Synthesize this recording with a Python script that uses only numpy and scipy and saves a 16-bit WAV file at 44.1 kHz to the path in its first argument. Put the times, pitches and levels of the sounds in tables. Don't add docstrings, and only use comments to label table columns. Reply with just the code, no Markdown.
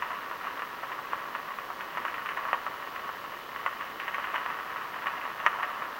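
import sys
import numpy as np
from scipy import signal
from scipy.fft import rfft, irfft, next_fast_len
from scipy.io import wavfile
from scipy.ndimage import map_coordinates

SR = 44100
rng = np.random.default_rng(int(sys.argv[2]) if len(sys.argv) > 2 else 0)


def wav_out(sig):
    wavfile.write(sys.argv[1], SR, np.round(np.clip(np.atleast_2d(sig).T, -1, 1) * 32767).astype(np.int16))


N = 264159

# start in seconds, relative level in dB, brightness in dB.
DISCHARGES = [(0.021, -15.5, -17.5), (0.103, -22.5, -17), (0.114, -24, -19), (0.311, -21.5, -21),
              (0.442, -24, -18), (0.469, -22.5, -26), (0.572, -23.5, -20), (0.592, -21, -15),
              (0.619, -18.5, -20), (0.832, -21, -24), (0.917, -21, -15), (0.988, -25, -29),
              (1.12, -25.5, -18), (1.131, -15, -27), (1.349, -17, -21), (1.48, -26.5, -17),
              (1.504, -25, -23), (1.585, -22, -16), (1.701, -20.5, -26), (1.807, -20.5, -13),
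              (1.971, -14.5, -20), (2.05, -14.5, -19), (2.081, -21, -11), (2.141, -19, -10),
              (2.18, -22, -19), (2.258, -19, -10), (2.288, -17, -8), (2.312, -23, -14),
              (2.371, -17.5, -17.5), (2.451, -21, -20), (2.484, -21.5, -19), (2.529, -8.5, -23),
              (2.664, -16.5, -22.5), (2.823, -23.5, -16), (2.872, -24.5, -19), (2.96, -23.5, -14),
              (3.041, -31, -17), (3.09, -22.5, -30), (3.239, -28, -24), (3.56, -22.5, -18),
              (3.597, -26, -22), (3.661, -11, -21), (3.808, -20.5, -15.5), (3.998, -18, -5),
              (4.078, -16.5, -15), (4.143, -16, -7), (4.181, -18.5, -25), (4.241, -19.5, -12),
              (4.27, -22.5, -18), (4.341, -17, -22), (4.35, -20, -13), (4.358, -15, -11),
              (4.46, -18.5, -18), (4.501, -20, -24.5), (4.724, -25, -20), (4.767, -22.5, -13),
              (4.81, -24, -18), (4.941, -22.5, -16), (4.961, -22, -22), (5.02, -25, -15), (5.058, -21, -17),
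              (5.068, -13, -13.5), (5.212, -24, -8), (5.251, -21, -25), (5.399, -21, -12),
              (5.462, -2.5, -18.5), (5.629, -13.5, -17), (5.82, -20.5, -23)]
TYPICAL_SNAP_DB, TYPICAL_TREBLE_DB = -18, -17.5


def amp(db):
    return 10 ** (np.asarray(db) / 20)


def unit(x):
    return x / np.sqrt(np.mean(x ** 2) + 1e-20)


def along(points, hz):
    knots_hz, values = np.transpose(points)
    return np.interp(np.log(hz + 1), np.log(knots_hz), values)


def envelope(points):
    return np.interp(np.arange(N) / SR, *np.transpose(points))


def filtered(x, response):
    size = next_fast_len(N + SR // 2)
    return irfft(rfft(x, size) * response(np.fft.rfftfreq(size, 1 / SR)), size)[:N]


def noise(spectrum):
    return unit(filtered(rng.standard_normal(N), lambda hz: amp(along(spectrum, hz))))


def firing(per_second, bunching, mains_hz=50):
    crest = np.cos(2 * np.pi * 2 * mains_hz * np.arange(N) / SR)
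    fires = rng.random(N) < per_second / SR * (1 + bunching * crest)
    return unit(fires - fires.mean())


def spark(tilt_db_per_octave, pivot_hz=1300, size=2048):
    # frequency in Hz, relative level in dB.
    spectrum = [(100, -60), (350, -28), (600, -12), (850, -10), (980, -0.5), (1130, 2), (1320, -2),
                (1540, -6), (1850, -2.5), (2280, -12.5), (2900, -13), (3450, -27.5), (5000, -48),
                (6000, -39), (7200, -49.5)]
    hz = np.fft.rfftfreq(size, 1 / SR)
    octaves = np.clip(np.log2((hz + 1) / pivot_hz), -.6, .9)
    magnitude = amp(along(spectrum, hz) + tilt_db_per_octave * octaves)
    cepstrum = irfft(np.log(magnitude))
    cepstrum[1:size // 2] *= 2
    cepstrum[size // 2 + 1:] = 0
    pulse = irfft(np.exp(rfft(cepstrum)))
    return -pulse / np.abs(pulse).max()


def walls(x, echo_db, jitter_s, diffraction_hz=500, roughness_hz=2500):
    # delay in seconds, relative level in dB.
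    reflections = [(.00538, -8), (.0124, -8)]
    size = next_fast_len(len(x) + SR // 40)
    hz = np.fft.rfftfreq(size, 1 / SR)
    echoes = 0
    for delay, db in reflections:
        arrival = delay + jitter_s * rng.standard_normal()
        echoes += amp(db + echo_db) * np.exp(-2j * np.pi * hz * arrival)
    echoes *= hz ** 2 / (hz ** 2 + diffraction_hz ** 2)
    echoes /= 1 + (hz / roughness_hz) ** 4
    return irfft(rfft(x, size) * (1 + echoes), size)[:len(x)]


def arc_state(burn_db=-1.5, waver_db=1.04, waver_hz=11, flare_db=-40, rise_s=0.014, fall_s=0.089):
    # time in seconds, relative level in dB.
    burn = [(0.0, -37), (0.57, -40.5), (1.37, -38.5), (1.79, -43.5), (2.03, -37), (2.15, -42), (2.5, -38),
            (2.65, -40.5), (3.49, -41), (3.74, -40), (4.0, -41), (4.29, -37), (4.79, -37.5), (5.34, -37),
            (5.59, -33), (5.99, -38)]
    t = np.arange(N) / SR
    knots = rng.standard_normal(int(N * waver_hz / SR) + 4)
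    waver = map_coordinates(knots, [t * waver_hz])
    power = amp(envelope(burn) + burn_db + waver_db * waver) ** 2
    weighted_treble = np.zeros(N)
    size_share, colour_share = 0.51, 0.31
    for start, db, treble_db in DISCHARGES:
        time_constants = np.maximum((start - t) / rise_s, (t - start) / fall_s)
        peak = amp(flare_db + size_share * (db - TYPICAL_SNAP_DB))
        flare = (peak * np.exp(-np.minimum(time_constants, 20))) ** 2
        power += flare
        weighted_treble += flare * colour_share * (treble_db - TYPICAL_TREBLE_DB)
    return np.sqrt(power), weighted_treble / power


def sizzle(split_hz=1650, max_tilt=6, spots=8):
    # time in seconds, treble relative to the low band in dB.
    brightness = [(0, -7), (3.1, -7), (3.4, -5), (4.2, -5.5), (4.9, -7), (5.3, -6), (5.99, -9.5)]
    stream = np.zeros(N)
    for tilt in np.linspace(-max_tilt, max_tilt, spots):
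        impulses = firing(per_second=125, bunching=.22)
        pulses = signal.oaconvolve(impulses, spark(tilt))[:N]
        stream += walls(pulses, echo_db=-2.5, jitter_s=0.00012)
    strength, flare_treble_db = arc_state()
    low = filtered(stream, lambda hz: 1 / (1 + (hz / split_hz) ** 10))
    high = amp(envelope(brightness) + flare_treble_db) * unit(stream - low)
    return strength * unit(unit(low) + high)


def scatter(t60_s, rise_s):
    t = np.arange(int(t60_s * SR) + 2) / SR
    decay = np.exp(-np.log(1000) * t / t60_s)
    cloud = rng.standard_normal(len(t)) * decay * (1 - np.exp(-t / rise_s))
    return cloud / np.linalg.norm(cloud)


def snaps(gain_db=-0.5, tilt_share=0.82, branch_db=-1.5, lag_s=.0017):
    track = np.zeros(N)
    for start, db, treble_db in DISCHARGES:
        pulse = spark(tilt_share * (treble_db - TYPICAL_TREBLE_DB))
        channel = amp(branch_db) * scatter(t60_s=0.063, rise_s=0.0015)
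        channel[0] += 1
        crack = walls(signal.fftconvolve(pulse, channel), echo_db=-1.5, jitter_s=.00008)
        span = track[round((start + lag_s) * SR):][:len(crack)]
        span += amp(db + gain_db) * crack[:len(span)]
    return track


def town(x, wash_db=-16):
    return x + amp(wash_db) * signal.fftconvolve(x, scatter(t60_s=1.0, rise_s=0.075))[:N]


def night_air(level_db=-48):
    # frequency in Hz, relative spectral density in dB.
    spectrum = [(20, -12.5), (60, -11.5), (120, -6.5), (250, -2), (500, 1.5), (900, -1), (2000, -18),
                (3200, -8.5), (4500, -14), (6000, -19), (9000, -31)]
    return amp(level_db) * noise(spectrum)


def hiss(level_db=-53.5):
    # frequency in Hz, relative spectral density in dB.
    spectrum = [(3000, -17), (8000, -15), (9700, -13), (12000, -7.5), (14000, -3), (15700, 1)]
    return amp(level_db) * noise(spectrum)


def whine(linewidth_hz=6):
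    # frequency in Hz, level in dB before the swell.
    partials = [(2998, -64), (11999, -81), (15735, -72)]
    # time in seconds, gain in dB.
    swell = [(0, -3), (2.8, 4), (4.1, 4), (5.99, -4)]
    t = np.arange(N) / SR
    tones = np.zeros(N)
    for hz, db in partials:
        drift = np.cumsum(rng.standard_normal(N)) * np.sqrt(2 * np.pi * linewidth_hz / SR)
        tones += np.sqrt(2) * amp(db) * np.sin(2 * np.pi * hz * t + drift)
    return tones * amp(envelope(swell))


def scene():
    arc = town(snaps() + sizzle())
    return (arc + night_air() + hiss() + whine())[None]


def record(dry, port_hz=2900, width_hz=900, tick_db=-3, tick_hz=6000, tick_width_hz=1300, top_hz=15850):
    port = lambda hz: port_hz ** 2 - hz ** 2 + 1j * hz * width_hz
    ring = lambda hz: 1j * hz * tick_width_hz / (tick_hz ** 2 - hz ** 2 + 1j * hz * tick_width_hz)
    pressure = filtered(dry[0], lambda hz: np.conj(port(hz)) / port(hz))
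    tick = amp(tick_db) * filtered(pressure ** 3, lambda hz: ring(hz) ** 2)
    return filtered(pressure + tick, lambda hz: hz < top_hz)[None]


dry = scene()
out = record(dry)
wav_out(out)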